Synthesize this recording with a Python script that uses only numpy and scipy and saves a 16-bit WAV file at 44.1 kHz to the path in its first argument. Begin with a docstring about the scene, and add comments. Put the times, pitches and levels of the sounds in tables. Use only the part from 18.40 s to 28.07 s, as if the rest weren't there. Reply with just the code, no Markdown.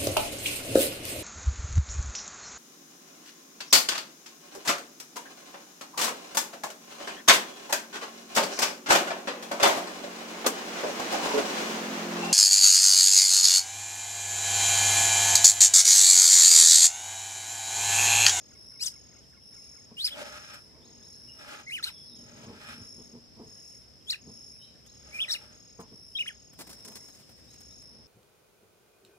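"""Among bushes, a cardinal in a wire cage and one on a branch above it trade sharp, sliding calls.
Pure whistles break into rasps when the birds force their voices; late on, wings flutter against the bars.
Crickets rub their wings: a chorus swells and sinks, and a near one chirps steadily. Small birds twitter
far off, over a low rush of air and a thin hiss. Close by, on the side away from the cage, come scuffs
and soft thuds, probably feet shifting on sandy ground."""
import sys
import numpy as np
from scipy import signal
from scipy.fft import rfft, irfft
from scipy.io import wavfile
from scipy.ndimage import uniform_filter1d

SR = 44100
rng = np.random.default_rng(int(sys.argv[2]) if len(sys.argv) > 2 else 0)


def wav_out(sig):
    """Save sig, one row per channel (or a flat mono array), as 16-bit PCM at SR to the path in sys.argv[1]."""
    wavfile.write(sys.argv[1], SR, np.round(np.clip(np.atleast_2d(sig).T, -1, 1) * 32767).astype(np.int16))


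N = 426447
T = np.arange(N) / SR
FREQS = np.arange(N // 2 + 1) * SR / N


def from_db(db):
    """Turn decibels into a number to multiply by."""
    return 10 ** (np.asarray(db) / 20)


def rms_one(x):
    """Scale a sound so that its average strength (rms) is 1."""
    return x / np.sqrt(np.mean(x ** 2) + 1e-20)


def at_hz(points):
    """Read a (frequency, value) table at every frequency."""
    hz, value = np.transpose(points)
    return np.interp(np.log(FREQS + 1), np.log(hz), value)


def filtered(x, gain):
    """Turn each frequency up or down by its own gain."""
    return irfft(rfft(x) * gain, N)


def noise(spectrum, alike):
    """Stereo noise of a given colour; `alike` is 0 for unrelated sides, 1 for equal ones."""
    mid, side = rng.standard_normal((2, N))
    both = np.sqrt(1 + alike) * rfft(mid) + np.sqrt(1 - alike) * rfft(side) * [[1], [-1]]
    return rms_one(irfft(both * from_db(at_hz(spectrum)), N))


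def drift(rate, t=T):
    """A random wander, roughly 1 in size, with `rate` turns a second."""
    turns = (t - t[0]) * rate
    count = int(turns[-1]) + 2
    return np.interp(turns, np.arange(count), rng.standard_normal(count))


def phase_of(hz):
    """The running angle of a wave whose pitch moves."""
    return 2 * np.pi * np.cumsum(hz) / SR


def bump(time, half_length):
    """A smooth rise and fall that peaks at `time`."""
    return np.exp(-np.minimum(((T - time) / half_length) ** 2, 40))


def delayed(x, seconds):
    """The same sound a little later."""
    return filtered(x, np.exp(-2j * np.pi * FREQS * seconds))


def from_left(x, lag_s):
    """Sound from the cage's side reaches the left microphone first."""
    return np.array([x, delayed(x, lag_s)])


def from_ground(x, lag_s=0.00017):
    """Sound from underfoot reaches the right microphone first."""
    return np.array([delayed(x[0], lag_s), x[-1]])


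def foliage(x, tail_s):
    """Trunks and leaves scatter a sound into a short tail, different on each side."""
    t = T[:SR // 2]
    tail = rng.standard_normal((2, len(t))) * from_db(-60 * t / tail_s) * (1 - np.exp(-t / 0.018))
    return signal.fftconvolve(x[None], tail / np.sqrt(np.sum(tail[0] ** 2)), axes=1)[:, :N]


def slur(row, offset_s=0, edge_db=-12.5, fade_s=0.0013):
    """A slur is a note that slides from start over top to end: gives its samples, pitch, gain and rasp."""
    top_s, rise, fall, start_hz, top_hz, end_hz, db, growth_db, rasp = row
    top_s += offset_s
    at = np.arange(int((top_s - rise) * SR), int((top_s + fall) * SR))
    t, position = T[at] - top_s, np.linspace(-1, 1, len(at))
    away = np.sin(np.pi / 2 * t / np.where(t < 0, rise, fall)) ** 2
    hz = top_hz + away * (np.where(t < 0, start_hz, end_hz) - top_hz)
    fade = np.clip(np.minimum(t + rise, fall - t) / fade_s, 0, 1)
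    return at, hz, fade * from_db(db + growth_db * position / 2 + edge_db * position ** 2), rasp


def wavering(t, hz, rasp, jitter=0.025, shimmer=0.6):
    """Phase and strength of a bird's voice; both turn unsteady when it is forced."""
    return phase_of(hz * (1 + jitter * rasp * drift(1872, t))), 1 + shimmer * rasp * drift(1200, t)


def outdoor_air(rush_db=-56.5, hiss_db=-70):
    """A low rush and a thin hiss, each wandering a little in level."""
    # colours of the rush and the hiss: (frequency [Hz], level [dB])
    rush_colour = [(18, -72), (30, -25), (46, -13), (56, -9), (65, 6), (77, -2), (129, -0.5), (163, -3.5),
                   (242, -3.5), (311, -8.5), (513, -10), (979, -21.5), (2000, -21.5), (4400, -23.5),
                   (5400, -3.5), (9680, -120)]
    hiss_colour = [(2500, -69), (4500, -41), (6000, 1.5), (7500, -6.5), (10000, -6), (12500, -10.5),
                   (15000, -21.5)]
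    # how alike the rush is on both sides: (frequency [Hz], likeness [0-1])
    likeness = [(60, 0.4), (400, 0.39), (1200, 0.18), (2500, 0), (15000, 0)]
    rush = from_db(rush_db + drift(8.8)) * noise(rush_colour, at_hz(likeness))
    return rush + from_db(hiss_db + 2.4 * drift(11)) * noise(hiss_colour, 0)


def twitter(count=170, low_hz=1670, high_hz=4590, level_db=-71.5, rise_s=0.012, fall_s=0.0197):
    """Distant birds give tiny slurs at random moments and pitches."""
    out = np.zeros(N)
    for when, pitch, size in rng.random((count, 3)):
        top_s = 0.5 + when * (T[-1] - 1)
        top_hz = low_hz * (high_hz / low_hz) ** pitch
        edge_hz, db = 0.779 * top_hz, level_db + 3 * (2 * size - 1)
        at, hz, gain, _ = slur((top_s, rise_s, fall_s, edge_hz, top_hz, edge_hz, db, 0, 0))
        phase = phase_of(hz)
        out[at] += gain * (np.sin(phase) + from_db(-8) * np.sin(2 * phase))
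    return out + foliage(out, tail_s=0.17)


def far_chirps(trim_db=-12, bow=0.01338, waver=0.029, flicker_db=5):
    """Far birds give thin, flickering chirps, blurred by the leaves."""
    # chirps: (time [s], length [s], start pitch [Hz], end pitch [Hz], level before trim [dB])
    chirps = [(2.415, 0.072, 3100, 4500, -52), (2.611, 0.072, 3170, 4470, -53.5),
              (2.718, .04, 4400, 4100, -50), (2.863, 0.059, 2710, 3060, -49),
              (3.513, 0.13, 3470, 3270, -48.5), (3.617, 0.21, 4730, 2760, -50.5),
              (6.189, 0.075, 2890, 3250, -48), (6.216, 0.05, 3750, 3860, -45),
              (6.446, 0.07, 3040, 4270, -47), (8.06, 0.053, 3280, 2280, -60), (8.676, .07, 4120, 3730, -52),
              (9.07, 0.066, 3500, 4200, -55), (9.292, 0.066, 3500, 3990, -57)]
    out = np.zeros(N)
    for time, length, start_hz, end_hz, db in chirps:
        progress = np.linspace(0, 1, int(length * SR))
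        t, arch = progress * length, np.sin(np.pi * progress)
        hz = (start_hz + (end_hz - start_hz) * progress) * (1 + bow * arch + waver * drift(305, t))
        gain = from_db(db + trim_db + flicker_db * drift(78, t)) * arch
        out[int(time * SR) + np.arange(len(t))] += gain * np.sin(phase_of(hz))
    return out + from_db(-3) * foliage(out, tail_s=0.54)


def far_song(first_s=0.093, every_s=0.2045, repeats=7):
    """A far bird repeats one phrase; forcing its voice adds tones at 0.5 and 1.5 times the pitch."""
    # slurs: (time of the top in the phrase [s], rise [s], fall [s], start pitch [Hz], top pitch [Hz],
    # end pitch [Hz], level [dB], growth in level [dB], rasp [0-1])
    phrase = [(.016, .016, 0.017, 1597, 2210, 1400, -69, 29, 0.23),
              (.043, .011, 0.025, 2240, 2860, 2140, -70, -17, 0.72),
              (.062, .006, 0.021, 2270, 2170, 2100, -64.5, -15, .2)]
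    out = np.zeros(N)
    for k in range(repeats):
        for row in phrase:
            at, hz, gain, rasp = slur(row, first_s + k * every_s)
            phase, strength = wavering(T[at], hz, rasp, jitter=0.018)
            growl = from_db(3) * np.sin(phase / 2) + from_db(-19) * np.sin(1.5 * phase)
            out[at] += gain * strength * (np.sin(phase) + rasp * growl)
    return out + from_db(-7) * foliage(out, tail_s=0.072)


def cricket_group(centre_hz, scratch, spread_hz=0, count=1, bend=0, octave_db=-11):
    """Each wing stroke is a scratchy tone with its octave; the pitch sags as the wing slows."""
    out = np.zeros((2, N))
    for hz in centre_hz + spread_hz * np.linspace(-1, 1, count):
        strokes_per_s = 53.6 * rng.uniform(1.0, 1.02)
        stroke = (T * strokes_per_s + rng.random() + 0.18 * drift(4)) % 1
        pitch = hz * (1 + bend) * (1 + 0.025 * (0.5 - stroke) + scratch * drift(700))
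        phase = phase_of(pitch) + rng.uniform(0, 2 * np.pi, (2, 1))
        out += np.sin(np.pi * stroke) * (np.sin(phase) + from_db(octave_db) * np.sin(2 * phase))
    return rms_one(out)


def cricket_chorus(crowd_rise_db=7.5, rest_db=-22, edge_s=0.0512, pitch_lift=0.018):
    """A crowd of crickets swells and sinks; two nearer ones join each swell, pitch lifting with effort."""
    # swells: (middle time [s], half length [s], extra level [dB])
    swells = [(0.388, .21, 1), (1.211, .19, 0), (2.041, 0.22, -1.5), (2.847, 0.2, 0.5), (3.66, 0.18, 1.5),
              (4.46, .2, 1), (5.25, .18, 0), (6.078, .19, 0), (6.888, .2, -2.5), (7.717, .18, -1),
              (8.519, .19, -0.5), (9.397, .19, -2.5)]
    swell_db, effort, singing = np.zeros((3, N))
    for time, half_length, db in swells:
        swell_db += (crowd_rise_db + db) * bump(time, half_length)
        bout = 0.5 + 0.5 * np.tanh((half_length - np.abs(T - time)) / edge_s)
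        effort += bout
        singing += bout * from_db(db)
    bend = pitch_lift * (effort - 1)
    crowd = cricket_group(centre_hz=5250, scratch=0.024, spread_hz=170, count=6, octave_db=-20)
    lead = cricket_group(centre_hz=5490, scratch=0.013, bend=bend + 0.005 * drift(7))
    second = cricket_group(centre_hz=5340, scratch=0.012, bend=bend + 0.005 * drift(7))
    crowd *= from_db(-62 + swell_db + 1.5 * drift(10))
    pair = lead * from_db(-55 + 1.6 * drift(25)) + second * from_db(-57 + 1.6 * drift(12))
    return crowd + (singing + from_db(rest_db)) * pair


def near_cricket(pitch_hz=6600, level_db=-51, every_s=0.655, strokes_per_s=40, stroke_count=13):
    """Each chirp is a run of wing strokes, each a short tone that falls slightly in pitch."""
    # spells of chirping: (first chirp [s], end [s])
    bouts = [(-.172, 5.45), (5.811, 7.5), (7.792, 9.5)]
    gain, slide = np.zeros((2, N))
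    for time in np.concatenate([np.arange(first, end, every_s) for first, end in bouts]):
        strokes = (T - time) * strokes_per_s
        on = (strokes > 0) & (strokes < stroke_count)
        progress = np.minimum(strokes[on] % 1 / 0.74, 1)   # the wing sounds for 74% of a stroke
        gain[on] = np.abs(np.sin(np.pi * progress)) ** 0.88
        slide[on] = 0.5 - progress
    hz = pitch_hz * (1 + 0.016 * slide + 0.0044 * drift(500))
    song = from_db(level_db) * gain * np.sin(phase_of(hz))
    return from_left(song, lag_s=0.00019) + from_db(-13) * foliage(song, tail_s=1.0)


def thuds():
    """Soft footfalls shake low ringing tones; some thuds are dull, others reach the higher tones too."""
    # footfalls: (time [s], level [dB], rise [s], fall [s], dull above [Hz])
    footfalls = [(1.52, -49, 0.014, 0.018, 700), (2.36, -55.5, 0.074, 0.3, 700),
                 (3.78, -48, 0.079, 0.45, 237), (4.103, -42.5, 0.061, 0.047, 650),
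                 (4.418, -37, 0.073, 0.025, 153), (4.591, -46, 0.015, 0.036, 430),
                 (4.754, -44, 0.024, 0.031, 398), (5.0, -43, 0.018, 0.042, 590),
                 (5.893, -40, 0.03, 0.034, 292), (7.394, -40.5, 0.0034, 0.028, 1390),
                 (7.525, -45.5, 0.006, 0.023, 412), (8.202, -51.5, 0.0079, 0.035, 900),
                 (8.46, -50.5, 0.011, 0.12, 790), (9.6, -60, 0.096, 0.051, 875)]
    # ringing tones of a thud: (pitch [Hz], width [Hz], level [dB])
    tones = [(117, 74, -6), (234.5, 23, 5.5), (443, 56, -0.5), (652, 47, -5.5), (956, 250, -6)]
    body = sum((-1) ** k * from_db(db) / (1 + 1j * (FREQS - hz ** 2 / (FREQS + 1)) / width)
               for k, (hz, width, db) in enumerate(tones))
    shake = rms_one(filtered(rng.standard_normal(N), body))
    out = np.zeros(N)
    for time, db, rise, fall, corner_hz in footfalls:
        push = np.exp(-np.minimum(np.maximum((time - T) / rise, (T - time) / fall), 40))
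        cut_highs = signal.butter(2, corner_hz, fs=SR, output="sos")
        out += from_db(db) * push * signal.sosfilt(cut_highs, shake)
    return from_ground([out])


def scuffs(trim_db=-1, hollow_db=7, loss_db_per_octave=9):
    """Sand grinds under a sole as grainy, hollow noise; some scuffs are full, others thinner."""
    # scuffs: (time [s], level before trim [dB], half length [s], thin below [Hz], hollowest at [Hz])
    scrapes = [(1.786, -44, 0.058, 150, 640), (1.85, -43.5, 0.066, 150, 840),
               (1.933, -45, 0.047, 300, 1300), (2.002, -48, 0.055, 200, 1350),
               (2.123, -46, 0.065, 300, 1680), (3.072, -44.5, 0.085, 180, 950),
               (3.165, -45.5, 0.058, 180.4, 1350), (4.027, -52.5, 0.16, 180, 790),
               (4.298, -44.5, .11, 580, 1320), (6.89, -54, 0.25, 520, 920)]
    # colour of grinding sand: (frequency [Hz], level [dB])
    sand_colour = [(150, -24), (255, -5), (430, -19), (700, -15.5), (1300, -18.5), (2000, -13.5),
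                   (3100, -12.5), (5400, -18), (9000, -20), (14000, -33)]
    # hollow ringing tones: (pitch [Hz], width [Hz], relative level [dB])
    tones = [(597, 40, 16), (838, 50, 6), (1290, 80, 11), (1400, 70, 8), (1590, 90, 6), (2400, 160, 1)]
    sand, out = noise(sand_colour, alike=0.48), np.zeros((2, N))
    rings = []
    for hz, width, db in tones:
        ring = signal.lfilter(*signal.iirpeak(hz, hz / width, fs=SR), sand)
        rings.append((hz, from_db(db + 2 * drift(20)) * ring))
    grains = from_db(1.5 * drift(250) + 2 * drift(45))
    for time, db, half_length, edge_hz, hollow_hz in scrapes:
        hollow = sum(from_db(hollow_db - loss_db_per_octave * abs(np.log2(hz / hollow_hz))) * ring
                     for hz, ring in rings)
        cut_lows = signal.butter(2, edge_hz, "high", fs=SR, output="sos")
        grit = signal.sosfilt(cut_lows, rms_one(sand + hollow))
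        out += from_db(db + trim_db) * bump(time, half_length) * grains * grit
    return from_ground(out)


def flutter(rustle_start_s=8.2, rustle_end_s=8.8, rustle_db=-63.5, rise_s=0.0012, fall_s=0.0075):
    """Each wingbeat is a dull flap and a crisp rake along the wires, over a lighter feather rustle."""
    # wings and feet brush the bars: (time [s], rake level [dB], flap level [dB], length [s])
    brushes = [(2.137, -52, -53, 0.012), (6.463, -57, -60.5, 0.0065), (7.401, -55, -55, 0.016),
               (8.132, -73, -53, 0.0043), (8.19, -47.5, -46, 0.031), (8.27, -53, -51, 0.0078),
               (8.294, -52, -49, 0.022), (8.33, -47, -61, 0.0045), (8.45, -45.5, -57, 0.0055),
               (8.478, -50, -55, 0.012), (8.517, -64, -52.5, 0.0067), (8.555, -46.5, -50.5, 0.016),
               (8.685, -70, -56, 0.006), (8.893, -67, -54.5, 0.0044), (9.14, -56, -79, .002),
               (9.205, -57, -57.5, 0.0079), (9.422, -58, -68, .003)]
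    # colours of the rake and the flap: (frequency [Hz], level [dB])
    rake_colour = [(300, -25), (1500, 2), (3000, -1), (5000, 7.5), (8000, 5.5), (11000, 4), (15000, -7)]
    flap_colour = [(40, -25), (200, 9.5), (600, 2), (1500, -5), (3000, -6.5), (6000, -8)]
    flapping = np.exp(np.clip(np.minimum((T - rustle_start_s) / 0.029, (rustle_end_s - T) / 0.35), -40, 0))
    rustle = flapping * from_db(rustle_db + 6 * np.tanh(drift(60)))
    rake_gain, flap_gain = rustle.copy(), rustle.copy()
    for time, rake_db, flap_db, length in brushes:
        contact = np.exp(-np.clip(np.maximum((time - T) / rise_s, (T - time - length) / fall_s), 0, 40))
        rake_gain += contact * from_db(rake_db)
        flap_gain += contact * from_db(flap_db)
    rake = noise(rake_colour, alike=0.57) * rake_gain * from_db(3 * drift(1500))
    left, right = rake + noise(flap_colour, alike=0.57) * flap_gain
    return np.array([left, delayed(right, 0.00011)])


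def whistles(trim_db=-1, overtone_step_db=-3, rasp_db=-12):
    """A cardinal slurs with one voice: gives the tone, overtones and strength of the breath noise."""
    # slurs: (time of the top [s], rise [s], fall [s], start pitch [Hz], top pitch [Hz], end pitch [Hz],
    # level before trim [dB], growth in level [dB], rasp [0-1], overtones against the tone [dB])
    slurs = [(1.652, 0.084, 0.0044, 2810, 4640, 4750, -29, 6, 0.6, -22),
             (1.727, 0.021, 0.031, 2970, 3470, 2830, -37, -11, 0.55, -26),
             (3.288, 0.024, 0.02, 1978, 2230, 1926, -35, 9, 0.13, -22),
             (3.343, 0.043, 0.066, 1943, 3024, 1276, -31.5, -9.5, 0.36, -13),
             (6.757, 0.046, 0.035, 2170, 2460, 2270, -37.5, 18, 0.6, -18),
             (6.822, 0.036, 0.035, 2350, 3525, 2250, -24, -6, 0.1, -21),
             (5.736, 0.0077, 0.013, 2860, 2790, 2400, -29, -1, 0, -26),
             (6.952, 0.0043, 0.023, 2880, 2836, 1900, -34, -29, 0.5, -26),
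             (7.76, 0.01, 0.011, 3230, 3240, 3310, -25, -3, 0, -30),
             (7.776, 0.014, .02, 3280, 3870, 2380, -29.5, -6, 0.04, -23),
             (7.811, 0.025, 0.022, 2440, 2946, 2140, -24.5, -7, 0.11, -24.5),
             (7.897, 0.00348, 0.0244, 1970, 1840, 1330, -44, -27, 0.1, -30)]
    tone, overtones, breath = np.zeros((3, N))
    for *shape, overtones_db in slurs:
        at, hz, gain, rasp = slur(shape)
        phase, strength = wavering(T[at], hz, rasp)
        tone[at] += gain * strength * np.sin(phase)
        for k in range(2, 6):
            share = from_db(overtones_db + overtone_step_db * (k - 2)) * (k * hz < SR / 2)
            overtones[at] += gain * strength * share * np.sin(k * phase)
        breath[at] += gain * rasp * from_db(rasp_db)
    return from_db(trim_db) * np.array([tone, overtones, breath])


def contour(rows, smooth_s=0.00065):
    """Join a call's points into smooth curves: gives its samples, its fade and one curve a column."""
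    times, *columns = np.transpose(rows)
    at = np.arange(int(times[0] * SR), int(times[-1] * SR))
    fade = np.clip(np.minimum(at - at[0], at[-1] - at) / (smooth_s * SR), 0, 1)
    window = int(smooth_s * SR) + 1
    return at, fade, [uniform_filter1d(np.interp(T[at], times, column), window) for column in columns]


def forced_calls(trim_db=-2, rasp_db=-13, sum_top_hz=10000):
    """Both sides of the voice box sound at once and shake each other, adding tones at summed pitches."""
    # one list a call, levels before trim: (time [s], low voice [Hz], its level [dB],
    # its octave's level [dB], high voice [Hz], its level [dB], rasp [0-1])
    calls = [
        [(.395, 2220, -48, -56, 3650, -59, 0.2), (.41, 2660, -43, -43, 4400, -31, 0.44),
         (.423, 2910, -42, -30, 4980, -26.5, 0.47), (.433, 2800, -44, -25.5, 5100, -26, 0.5),
         (.443, 3590, -37, -35, 4950, -36, 0.75), (.451, 3730, -38, -48, 4970, -39, .9)],
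        [(.443, 3710, -70, -70, 8800, -42, .4), (.45, 3800, -62, -50, 8650, -27, .5),
         (.458, 3600, -38, -32, 7330, -32, 0.8), (.465, 3500, -42, -36, 6070, -21.5, 0.46),
         (.473, 3080, -43, -30, 4920, -27, .7), (.479, 2950, -45, -44, 4720, -29, 1),
         (.484, 2680, -44, -31, 5280, -30, .7), (.49, 3200, -54, -44, 6300, -42, 1)],
        [(1.644, 4430, -47, -70, 4720, -21, 0.5), (1.65, 3990, -43, -44, 4960, -17, 0.4),
         (1.661, 2790, -39, -50, 5300, -21, 0.4), (1.67, 2360, -36, -48, 4890, -20.5, 0.6),
         (1.677, 1850, -44, -48, 3800, -29, 1), (1.684, 1590, -46, -48, 3220, -35, 1),
         (1.696, 2520, -38, -48, 3140, -41, 1)],
        [(3.426, 1576, -46, -46, 3600, -42, 1), (3.436, 2107, -46, -54, 4100, -32, 0.8),
         (3.442, 1900, -55, -67, 4310, -17.5, 0.7), (3.449, 2500, -37, -33, 3970, -34, .9),
         (3.458, 1260, -51, -46, 3900, -40, 0.9), (3.477, 1588, -40, -36.5, 3940, -36, 0.8),
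         (3.492, 1293, -51, -39, 3600, -43, 0.8), (3.508, 787, -55, -53, 3180, -58, 0.94)],
        [(5.668, 3270, -72, -70, 3170, -51, 0.4), (5.688, 3600, -62, -47, 3450, -35, .4),
         (5.7, 2810, -43, -56, 3840, -23, 0.35), (5.707, 2400, -40, -52, 4550, -19, 0.35),
         (5.712, 2356, -50, -42, 5470, -25.5, .4), (5.72, 2126, -45, -25, 5170, -55, 0.5),
         (5.731, 1830, -37, -33, 4470, -48, 0.7), (5.742, 1440, -54, -54, 4300, -50, 0.7),
         (5.76, 1900, -41, -58, 4000, -63, 0.8)],
        [(6.881, 1880, -35, -52, 3760, -58, 0.4), (6.889, 2030, -43, -32, 4125, -48, 0.4),
         (6.902, 1725, -39, -34, 3720, -27.5, 0.36), (6.911, 1850, -47, -48, 3856, -23, 0.75),
         (6.92, 2315, -64, -60, 5610, -24.5, 0.6), (6.931, 2420, -50, -54, 5390, -24.5, 0.75),
         (6.941, 2070, -41, -40, 3920, -26, 1), (6.95, 1540, -41, -52, 3580, -46, .8)],
        [(7.855, 1196, -56, -65, 1290, -58, .2), (7.865, 1860, -36, -60, 2094, -43, .3),
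         (7.873, 2615, -40, -62, 2890, -47, 0), (7.88, 2970, -33, -61, 3280, -26, 0),
         (7.886, 2964, -32, -61, 3250, -39, .1), (7.894, 1930, -34, -63, 2100, -56, 0.1)],
    ]
    tone, overtones, breath = np.zeros((3, N))
    for call in calls:
        at, fade, (low_hz, low_db, octave_db, high_hz, high_db, rasp) = contour(call)
        low_phase, low_strength = wavering(T[at], low_hz, rasp)
        high_phase, high_strength = wavering(T[at], high_hz, rasp)
        sum_phase = low_phase + high_phase
        base, octave, high = (fade * from_db(db + trim_db) for db in (low_db, octave_db, high_db))
        low = np.hypot(base, octave)
        both = np.sqrt(low * high)
        tone[at] += low_strength * (base * np.sin(low_phase) + octave * np.sin(2 * low_phase))
        tone[at] += high_strength * high * np.sin(high_phase)
        throat_passes = low_hz + high_hz < sum_top_hz   # only lower sum tones come through strongly
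        tone[at] += np.sqrt(octave * high) * from_db(-5) * np.sin(sum_phase) * throat_passes
        overtones[at] += high * from_db(-21) * np.sin(2 * high_phase)
        overtones[at] += low * from_db(-17) * (np.sin(3 * low_phase) + np.sin(4 * low_phase))
        sum_tones = np.sin(sum_phase) + np.sin(sum_phase + low_phase) + np.sin(sum_phase + high_phase)
        overtones[at] += both * from_db(-14) * sum_tones
        breath[at] += (low + high + both) * rasp * from_db(rasp_db)
    return np.array([tone, overtones, breath])


def cardinals(left_echo_s=0.0024, right_echo_s=0.002134, echo_db=-8, leaves_db=-14):
    """The calls leave the beak, breathy where they rasp, then bounce off a trunk and the leaves."""
    # how the open beak colours the overtones: (frequency [Hz], gain [dB])
    beak = [(3000, 12), (5000, -7.5), (7000, -10), (8800, 2), (12000, 1.5), (15000, -41)]
    # colour of the swirling breath: (frequency [Hz], level [dB])
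    breath_colour = [(700, -26), (1500, -14), (3000, -10), (4500, -2), (6500, -7.5), (9000, 0), (12000, -4),
                     (15000, -14)]
    # the calls sound duller at the shaded right microphone: (frequency [Hz], gain [dB])
    shade = [(2000, 0), (4000, -1), (6000, -2.5), (8500, -9), (12000, -8.5)]
    tone, overtones, breath = whistles() + forced_calls()
    calls = tone + filtered(overtones, from_db(at_hz(beak))) + breath * noise(breath_colour, 0.85)[0]
    trunk = np.array([delayed(calls, left_echo_s), delayed(calls, right_echo_s)])
    left, right = from_left(calls, lag_s=0.00014) + from_db(echo_db) * trunk
    leaves = from_db(leaves_db) * foliage(calls, tail_s=0.12)
    return np.array([left, filtered(right, from_db(at_hz(shade)))]) + leaves


def scene():
    """Birds, crickets, feet and wings, all in the open air."""
    birds = cardinals() + far_chirps() + far_song() + twitter()
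    return birds + cricket_chorus() + near_cricket() + thuds() + scuffs() + flutter() + outdoor_air()


def record(dry, cutoff_hz=15500):
    """The shaded right microphone is duller than the left; the highest treble is cut steeply on both."""
    # colour of the right microphone: (frequency [Hz], gain [dB])
    right_colour = [(100, 0), (800, .5), (2400, 0), (4000, 0), (5500, -1.5), (6600, -4.5), (9500, -4.5),
                    (12000, -3.5), (15000, 3)]
    sides = np.array([dry[0], filtered(dry[1], from_db(at_hz(right_colour)))])
    return signal.sosfilt(signal.ellip(10, 0.1, 80, cutoff_hz, fs=SR, output="sos"), sides)


dry = scene()
out = record(dry)
wav_out(out)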